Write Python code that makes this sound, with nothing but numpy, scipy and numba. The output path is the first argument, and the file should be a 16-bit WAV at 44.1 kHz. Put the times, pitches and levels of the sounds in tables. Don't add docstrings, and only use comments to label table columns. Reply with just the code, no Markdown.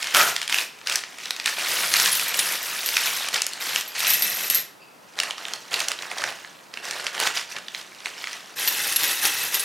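import sys
import numpy as np
from scipy import signal
from scipy.fft import rfft, irfft, next_fast_len
from scipy.io import wavfile
from scipy.ndimage import uniform_filter1d
from numba import njit

SR = 44100
rng = np.random.default_rng(int(sys.argv[2]) if len(sys.argv) > 2 else 0)


def master(y):
    cut = np.clip(np.atleast_2d(y).T, -1, 1)
    pcm = np.round(cut * 32767)
    wavfile.write(sys.argv[1], SR, pcm.astype(np.int16))


N = 425124

# time_s, level_db
HELD_RUSTLE = [(0, -42), (.75, -49), (1.1, -43), (1.55, -34), (3.5, -36), (4.55, -43), (4.75, -77),
               (5.1, -52.5), (5.25, -45), (6.35, -41), (6.68, -53), (7.1, -46), (7.95, -45.5), (8.2, -38.5),
               (8.55, -45.5)]
# frequency_hz, relative level_db (per Hz)
RATTLE_COLOUR = [(100, -79), (1500, -32), (3000, 5), (6000, 2), (9000, 2), (12500, 2.5), (14500, -3.5),
                 (16000, -11)]


def amp(db):
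    return 10 ** (np.asarray(db) / 20)


def unit(x):
    return x / np.sqrt(np.mean(x ** 2) + 1e-20)


def along(points, hz):
    f, v = np.transpose(points)
    return np.interp(np.log(hz + 1), np.log(f + 1), v)


def gain_curve(rows):
    times, level_db = np.transpose(rows)
    return amp(np.interp(np.arange(N) / SR, times, level_db, left=-120, right=-120))


def filtered(x, response):
    m = next_fast_len(x.shape[-1] + 8192, True)
    return irfft(rfft(x, m) * response(np.fft.rfftfreq(m, 1 / SR)), m)[..., :x.shape[-1]]


def causal(db):
    cepstrum = irfft(np.log(amp(db)))
    half = len(cepstrum) // 2
    folded = np.r_[cepstrum[0], 2 * cepstrum[1:half], np.zeros(half)]
    return np.exp(rfft(folded))


def coloured(x, spectrum):
    return filtered(x, lambda hz: causal(along(spectrum, hz)))


def resonant(x, modes):
    def response(f):
        total = 0
        for k, (centre, width, db) in enumerate(modes):
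            damping = 1j * f * width
            total = total + (-1) ** k * amp(db) * damping / (centre * centre - f * f + damping)
        return total
    return filtered(x, response)


def add(track, s, sound):
    start = max(round(s * SR), 0)
    part = track[start:start + len(sound)]
    part += sound[:len(part)]


def burst(t60):
    t = np.arange(SR // 20) / SR
    return rng.standard_normal(len(t)) * amp(-60 * t / t60)


def ping(hz, t60):
    t = np.arange(SR // 10) / SR
    split = 1 + 0.02 * rng.standard_normal()
    modes = np.sin(2 * np.pi * hz * t) + 0.2 * np.sin(2 * np.pi * hz * split * t)
    return modes * amp(-60 * t / t60)


def steadied(x, span):
    local_power = np.abs(uniform_filter1d(x ** 2, int(span * SR) + 1))
    return x / np.sqrt(local_power + np.mean(x ** 2) / 100)


@njit
def damped_sines(length, starts, sizes, poles):
    out = np.zeros(length)
    for start, size, pole in zip(starts, sizes, poles):
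        z = size + 0j
        for i in range(start, min(length, start + int(-7 / np.log(abs(pole))))):
            z *= pole
            out[i] += z.imag
    return out


def crackle(spectrum, rate, spread_db, cycles, hold, span, count=3):
    draws = rng.random((int(rate * N / SR), 2 + 2 * count))
    starts = np.repeat((draws[:, 0] * N).astype(np.int64), count)
    size_db = np.repeat(-spread_db * np.log(np.maximum(draws[:, 1], .02)), count)
    hz = 90 * (16000 / 90) ** draws[:, 2::2].ravel()
    signs = np.sign(draws[:, 3::2].ravel() - .5)
    t60 = cycles / hz + hold
    sizes = amp(size_db) * np.sqrt(hz / t60) * signs
    poles = np.exp((2j * np.pi * hz - np.log(1000) / t60) / SR)
    return steadied(coloured(damped_sines(N, starts, sizes, poles), spectrum), span)


def stroke(start, length, attack, swell_db, release_db_per_s):
    t = np.arange(N) / SR - start
    onset = np.clip(1 + t / attack, 0, 1)
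    swell = swell_db * (np.clip(t / length, 0, 1) - 1)
    release = release_db_per_s * np.clip(t - length, 0, 1)
    return onset * amp(swell - release)


def movement(rows, attack, swell_db, release_db_per_s):
    strokes = [amp(db) * stroke(s, length, attack, swell_db, release_db_per_s) for s, length, db in rows]
    return np.max(strokes, axis=0)


def background():
    # frequency_hz, relative level_db (per Hz)
    hush_colour = [(25, -45), (70, -21), (120, -8), (180, -2.5), (400, -3), (1020, -2.5), (1520, -7),
                   (2700, -13.5), (4740, -16), (12900, -21), (16000, -27)]
    # frequency_hz, gain (ratio)
    hush_side = [(100, 0.74), (400, 0.59), (1500, 1), (5000, 0.21), (12000, 0.033)]
    mid, side = coloured(rng.standard_normal((2, N)), hush_colour)
    side = filtered(side, lambda hz: along(hush_side, hz))
    return amp(-50) * unit(np.array([mid + side, mid - side]))


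def handling():
    # start_s, length_s, crinkle_db, flex_db (flexing of the whole sheet)
    movements = [(0, 0.17, -28, -43), (0.154, 0.053, -16.5, -23), (0.235, 0.059, -24.5, -30.5),
                 (0.338, 0.1, -33, -48), (0.502, 0.11, -25, -38.5), (0.875, 0.088, -25.5, -39.5),
                 (1.2, 0.084, -34, -57), (1.466, 0.024, -20.5, -37.5), (1.579, .29, -23.5, -35),
                 (1.92, 0.17, -19.5, -35), (2.122, 0.2, -26, -38.5), (2.338, 0.21, -26, -36),
                 (2.588, .32, -28.5, -41), (2.926, .17, -23, -39.5), (3.112, 0.15, -26.5, -40.5),
                 (3.339, 0.027, -21, -32.5), (3.612, .18, -27, -40), (3.954, 0.047, -26.5, -44),
                 (4.027, 0.076, -22, -37), (4.135, 0.32, -32, -39), (4.5, 0.088, -34, -41),
                 (5.178, 0.12, -33.5, -37.5), (5.384, .17, -37, -41.5), (5.722, 0.1, -27, -34),
                 (5.879, 0.038, -32, -37), (5.993, 0.073, -37, -39.5), (6.107, 0.018, -33.5, -36),
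                 (6.175, 0.12, -31, -33.5), (6.74, 0.056, -42.5, -44), (6.838, .17, -32, -37),
                 (7.042, 0.033, -31.5, -36.5), (7.141, .05, -31, -34.5), (7.201, 0.069, -22, -27),
                 (7.355, 0.023, -23, -40), (7.503, 0.015, -32.5, -46), (7.56, 0.0099, -37.5, -36.5),
                 (7.737, 0.068, -36.5, -49), (8.055, 0.017, -33, -41), (8.182, .18, -34.5, -46.5)]
    crinkle = gain_curve(HELD_RUSTLE)
    flex = amp(-10) * crinkle
    for s, length, crinkle_db, flex_db in movements:
        gain = stroke(s, length, attack=0.021, swell_db=1.5, release_db_per_s=260)
        crinkle = np.maximum(crinkle, amp(crinkle_db) * gain)
        flex = np.maximum(flex, amp(flex_db) * gain)
    return crinkle, flex


def crackling_film(crinkle):
    # frequency_hz, relative level_db (per Hz)
    film_colour = [(530, -40), (900, -3.5), (2450, 4), (2630, 3.5), (3040, 2.5), (3380, 1), (4310, 0.5),
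                   (5890, -1), (10000, -15), (13200, -16.5), (16000, -21)]
    ticks = crackle(film_colour, rate=1100, spread_db=3.0, cycles=19.0, hold=0.0058, span=0.063)
    return amp(-4) * crinkle * ticks


def flexing_sheet(flex):
    # frequency_hz, relative level_db (per Hz)
    sheet_colour = [(53, -59), (90, -42), (119, -17.5), (212, -18), (291, -13.5), (331, -9.5), (573, -4),
                    (618, -3), (676, -1.5), (1040, -4), (1420, -2), (1900, -0.5), (2470, -23.5),
                    (4180, -120)]
    crumples = crackle(sheet_colour, rate=1300, spread_db=4, cycles=5.1, hold=0.0024, span=0.039)
    return amp(-1) * flex * crumples


def skin_swish(crinkle):
    # frequency_hz, relative level_db (per Hz)
    swish_colour = [(200, -27), (600, -10), (2000, 1), (5500, -0.5), (9000, -5.5), (13000, -12),
                    (16000, -28)]
    return amp(-8.5) * crinkle * unit(coloured(rng.standard_normal(N), swish_colour))


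def small_snaps(crinkle):
    rate_per_s, over_crinkle_db, scatter_db, ceiling_db = 16, 9, 4, -16.5
    pitch_hz, scatter_octaves, treble_db = 2710, 0.49, -21
    draws = rng.standard_normal((300, 3))
    times = np.cumsum((.2 + np.abs(draws[:, 0])) / rate_per_s)
    rows = []
    for s, (_, size, pitch) in zip(times, draws):
        if s < HELD_RUSTLE[-1][0]:
            level_db = 20 * np.log10(crinkle[int(s * SR)]) + over_crinkle_db + scatter_db * size
            facet_hz = pitch_hz * 2 ** (scatter_octaves * pitch)
            rows.append((s, min(level_db, ceiling_db), facet_hz, treble_db))
    return rows


def snaps(crinkle):
    # start_s, relative level_db, pitch_hz of the facet, treble_db (brightness, -28 adds no tilt)
    loud_snaps = [(0.028, -12, 3230, -21), (0.071, -14, 1840, -22), (0.147, -0.5, 1390, -27),
                  (0.167, -3, 1450, -14), (0.363, -7, 2420, -23), (0.416, -12.5, 2230, -22),
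                  (0.428, -14.5, 1890, -24), (0.478, -13, 3190, -17), (0.497, -12, 1650, -22),
                  (0.525, -6, 2170, -22), (0.544, -5, 2720, -17), (0.585, -7, 2430, -27),
                  (0.814, -30, 1280, -30), (0.872, -8, 4240, -25), (0.897, -10, 2710, -20),
                  (0.922, -11, 4900, -20), (0.957, -4.5, 4700, -15.5), (1.037, -16, 2290, -32),
                  (1.185, -23, 2190, -21), (1.256, -16.5, 3910, -27), (1.307, -8, 4200, -20.5),
                  (1.364, -19, 4020, -20), (1.399, -13.5, 2370, -28), (1.459, -4, 2400, -24.5),
                  (1.939, -2, 4850, -19), (1.966, -6, 3900, -25), (1.999, -3, 4940, -24),
                  (2.059, -4, 3630, -21), (2.196, -11, 2270, -16), (2.342, -10, 2780, -20),
                  (2.889, -9, 4100, -20), (2.968, -2, 2410, -25), (3.286, -10.5, 2320, -19),
                  (3.343, -6.5, 3400, -21), (3.419, -4.5, 4130, -17), (3.466, -9, 4240, -13),
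                  (3.534, -17.5, 4300, -17), (3.76, -4, 2470, -23.5), (3.81, -14, 2510, -18),
                  (4.004, -10.5, 4000, -21), (4.069, -8, 2690, -15), (5.189, -10, 5200, -30),
                  (5.201, -4, 5200, -26), (5.234, -12, 1950, -23), (5.308, -13, 3130, -28),
                  (5.381, -20.5, 1240, -31), (5.453, -17, 3650, -32), (5.536, -11.5, 4500, -23.5),
                  (5.741, -5.5, 3600, -24), (5.803, -8.5, 4160, -19), (5.884, -7.5, 5070, -18),
                  (5.917, -10, 1780, -26), (5.989, -21, 3880, -30), (6.023, -17.5, 1770, -25),
                  (6.115, -19, 2120, -33), (6.183, -14, 3870, -27), (6.239, -9, 1580, -32),
                  (6.447, -23.5, 1720, -46), (6.739, -20.5, 5200, -32), (6.773, -17.5, 2200, -31),
                  (6.91, -12.5, 2960, -22), (7.067, -8.5, 3520, -30), (7.201, -8.5, 2410, -18),
                  (7.273, -8, 2230, -19), (7.565, -16.5, 1750, -34), (7.683, -20, 3460, -31),
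                  (7.748, -14.5, 3900, -29), (8.004, -28.5, 2030, -32), (8.058, -12.5, 2490, -29),
                  (8.241, -17, 2180, -35), (8.272, -17.5, 1950, -32)]
    # frequency_hz, relative level_db (per Hz)
    snap_colour = [(30, -52), (100, -25.5), (500, -13), (1300, -1.5), (2500, 4), (5500, -0.5), (9000, -10),
                   (16000, -28.5)]
    out = np.zeros(N)
    for s, db, pitch_hz, treble_db in [*loud_snaps, *small_snaps(crinkle)]:
        kick = burst(t60=.0045) + amp(-22) * burst(t60=.02)
        add(kick, rng.uniform(.0005, .0018), .7 * burst(t60=.009))

        def levels(hz):
            facet = 6 / (1 + (np.log((hz + 1) / pitch_hz) / 0.43) ** 2)
            edge = 1.33 * (treble_db + 28) * np.clip(np.log((hz + 1) / 4000), 0, 1)
            return along(snap_colour, hz) + facet + edge

        snap = filtered(kick, lambda hz: causal(levels(hz)))
        add(out, s, amp(db + 12) * snap / np.linalg.norm(snap))
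        softness_db = np.clip(-treble_db - 21.5, 0, 10)
        add(out, s, amp(db - 20 + softness_db) * ping(pitch_hz, t60=.02))
    return out


def puffs():
    # start_s, relative level_db
    tugs = [(0.146, -47), (0.956, -54), (1.457, -61), (3.419, -63), (3.759, -45), (5.189, -54),
            (6.238, -53), (7.067, -53)]
    out = np.zeros(N)
    u = np.arange(SR // 10) / SR / .0018
    pulse = (1 - u) * np.exp(-u) * (1 - np.exp(-4 * u))
    for s, db in tugs:
        add(out, s, amp(db) * pulse)
    return out


def zip_seal():
    # time_s, level_db
    tear = [(0.15, -25), (0.158, -18), (0.222, -17), (0.232, -22), (0.352, -43), (0.36, -29)]
    # centre_hz, width_hz, level_db
    mouth_modes = [(623, 61, -10.5), (1248, 70, -3.5), (1434, 91, -3), (1960, 160, -10)]
    slips = (rng.random(N) < 1500 / SR) * rng.standard_normal(N)
    return amp(-3) * gain_curve(tear) * unit(resonant(slips, mouth_modes))


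def bag():
    crinkle, flex = handling()
    film = crackling_film(crinkle) + flexing_sheet(flex) + skin_swish(crinkle)
    return film + snaps(crinkle) + zip_seal() + puffs()


def tinkle(rate, spread_db, t60):
    # time_s, pitch_hz, scatter_octaves
    ring_pitch = [(0.2, 12800, 0.072), (2.1, 12500, 0.35), (3.2, 11750, 0.13), (4.1, 12170, 0.093),
                  (4.3, 12830, 0.036), (4.6, 11770, 0.019), (8.6, 11840, .14)]
    out = np.zeros(N)
    times, centre_hz, scatter = np.transpose(ring_pitch)
    for life, pitch, size in rng.standard_normal((int(rate * N / SR), 3)):
        s = rng.uniform(0, N / SR)
        octaves = np.interp(s, times, scatter) * pitch
        hz = np.interp(s, times, centre_hz) * 2 ** octaves
        add(out, s, amp(spread_db * size) * ping(hz, t60 * np.exp(0.18 * life)))
    return steadied(out, span=.08)


def sliding_pieces(ticks, rings, knocks, contacts):
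    # start_s, length_s, level_db
    batches = [(.15, 0.084, -19.5), (.23, 0.065, -24), (.53, 0.085, -30), (1.49, 0.2, -38),
               (1.68, 0.25, -27), (1.92, .16, -23), (2.12, 0.12, -26.5), (2.35, 0.2, -27),
               (2.63, 0.27, -32.5), (2.86, 0.33, -30), (3.19, 0.17, -48), (3.61, .11, -33),
               (3.74, 0.047, -30), (3.99, 0.052, -29.5), (4.07, 0.097, -23), (4.16, 0.067, -28),
               (4.235, 0.044, -24.5), (4.28, .2, -29), (4.51, 0.071, -27)]
    # frequency_hz, relative level_db (per Hz)
    table_colour = [(40, -41), (80, -26), (115, -5.5), (200, 2), (270, -7), (480, 0.5), (800, -20),
                    (2000, -33)]
    pour = movement(batches, attack=0.014, swell_db=-0.4, release_db_per_s=263)
    t = np.arange(N) / SR
    in_the_open = np.interp(t, [3.2, 4], [.35, 1])
    loose = np.interp(t, [.7, 2.1, 3.9, 4.2], [.3, 0.8, 0.84, 1.3])
    rumble = steadied(coloured(contacts, table_colour), span=0.32)
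    bright = amp(-1.5) * ticks + amp(-6.5) * loose * rings
    return pour * (bright + amp(-6) * in_the_open * knocks + amp(-26) * rumble)


def clacks(count=4):
    # (dry clack, added to level_db)
    landings = [(2.117, -11, 10200, -17), (2.129, -11, 10200, -12), (2.152, -10, 14400, -15),
                (2.282, -12, 12700, -24), (2.391, -7, 9750, -8), (2.629, -18, 13300, -27),
                (2.861, -10, 12400, -17), (3.059, -13, 13100, -10), (3.878, -23, 12500, -21),
                (4.103, -4, 12000, -18), (4.136, -4.5, 11850, -23), (4.222, -7, 12600, -13.5),
                (4.5, -3.5, 11630, -21), (4.547, -3.5, 12500, -40), (8.676, -7, 12000, -10),
                (8.924, -12, 10800, -26), (8.961, -4, 11300, -15), (9.034, -10.5, 13800, -7.5),
                (9.253, -11, 9940, -6), (9.544, -7.5, 12700, -14), (9.596, -11.5, 10670, -17)]
    # frequency_hz, relative level_db (per Hz)
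    clack_colour = [(40, -39), (150, -33), (700, -14.5), (1900, 2), (4000, 7.5), (8000, -2), (16000, -35)]
    out = np.zeros(N)
    for s, db, ring_hz, clack_db in landings:
        gaps = rng.uniform(.002, 0.0063, count)
        for bounce, delay in enumerate(np.cumsum(gaps) - gaps[0]):
            level = db - 3 * bounce
            body = coloured(burst(t60=.012), clack_colour)
            edge = coloured(burst(t60=.012), RATTLE_COLOUR)
            add(out, s + delay, amp(level + clack_db + 20) * body / np.linalg.norm(body))
            add(out, s + delay, amp(level + 7) * edge / np.linalg.norm(edge))
            add(out, s + delay, amp(level - 8) * ping(ring_hz, t60=.035))
    return out


def settling_heap(contacts):
    # time_s, level_db
    creak_level = [(4.78, -76), (4.815, -52), (4.86, -56), (4.95, -65), (5.05, -69)]
    creak = resonant(contacts, [(2610, 110, -2), (4770, 150, -8)])
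    return gain_curve(creak_level) * unit(creak)


def spreading_hands(ticks, rings, knocks):
    # start_s, length_s, level_db (before the layer trims)
    hand_pushes = [(8.59, 0.088, -26), (8.71, 0.21, -26), (9, 0.12, -23.5), (9.15, 0.067, -28),
                   (9.235, 0.033, -20.5), (9.3, .16, -26.5), (9.535, 0.017, -24.5), (9.59, .05, -29.5)]
    # frequency_hz, relative level_db (per Hz)
    rub_colour = [(53, -60), (90, -24), (130, -14.5), (241, -16), (499, -7), (680, -12.5), (801, -5),
                  (1150, -7), (1790, 0.5), (2220, -8), (2620, -1), (2920, -4.5), (7000, -9.5), (9100, -31),
                  (15400, -120)]
    push = movement(hand_pushes, attack=0.037, swell_db=1.5, release_db_per_s=168)
    rubbing = crackle(rub_colour, rate=1800, spread_db=2, cycles=14, hold=0.0087, span=0.085)
    return push * (ticks + amp(-10.5) * rings + amp(-7.5) * knocks + amp(-5) * rubbing)


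def pieces():
    # centre_hz, width_hz, level_db
    piece_modes = [(1963, 270, -2), (2626, 55, 2.5), (3540, 78, -5.5), (3970, 83, -2.5), (5750, 550, -6.5)]
    ticks = amp(-3) * crackle(RATTLE_COLOUR, rate=2600, spread_db=1.5, cycles=20, hold=0.018, span=0.049)
    rings = tinkle(rate=170, spread_db=5, t60=.035)
    sizes = amp(2.4 * rng.standard_normal(N)) * rng.choice([-1, 1], N)
    contacts = (rng.random(N) < 500 / SR) * sizes
    knocks = steadied(resonant(contacts, piece_modes), span=0.095)
    poured = sliding_pieces(ticks, rings, knocks, contacts) + clacks()
    return poured + settling_heap(contacts) + spreading_hands(ticks, rings, knocks)


def room(x, wet_db, early_db):
    # frequency_hz, t60_s
    room_t60 = [(150, .5), (500, .42), (1400, .45), (4000, .4), (10000, .29), (16000, .21)]
    # frequency_hz, gain (ratio)
    tail_side = [(100, .55), (400, .42), (1000, .3), (2500, .16), (6000, .16), (12000, .18)]
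    hz, t, z = signal.stft(rng.standard_normal((2, SR // 2)), SR, nperseg=256)
    decay = amp(-60 * t / along(room_t60, hz)[:, None])
    tail = signal.istft(z * decay, SR, nperseg=256)[1]
    tail = amp(wet_db) * tail / np.linalg.norm(tail[0])
    for channel in tail:
        channel[rng.integers(0, SR // 50, size=8)] += amp(early_db) * rng.choice([-1, 1], size=8)
    tail = np.pad(tail, ((0, 0), (SR // 200, 0)))
    mid, side = signal.fftconvolve(x[None], tail, axes=1)[:, :N]
    side = filtered(side, lambda hz: along(tail_side, hz))
    return np.array([mid + side, mid - side])


def scene():
    # time_s, pan_db (left minus right)
    bag_place = [(0, -.4), (4.6, -.2), (5.3, -1.9), (6.3, -2.3), (8, -1.9), (8.5, -1)]
    film, heap = [x + room(x, wet_db=-10, early_db=-24) for x in (bag(), pieces())]
    pan_db = np.interp(np.arange(N) / SR, *np.transpose(bag_place))
    panned_film = film * amp([pan_db / 2, -pan_db / 2])
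    return panned_film + heap * amp([[.2], [-.2]]) + background()


def record(dry):
    thin = filtered(dry, lambda hz: (1j * hz / (1j * hz + 40)) ** 2)
    rounded = thin / (1 + (thin / .9) ** 4) ** .25
    return filtered(rounded, lambda hz: hz < 16000)


dry = scene()
out = record(dry)
master(out)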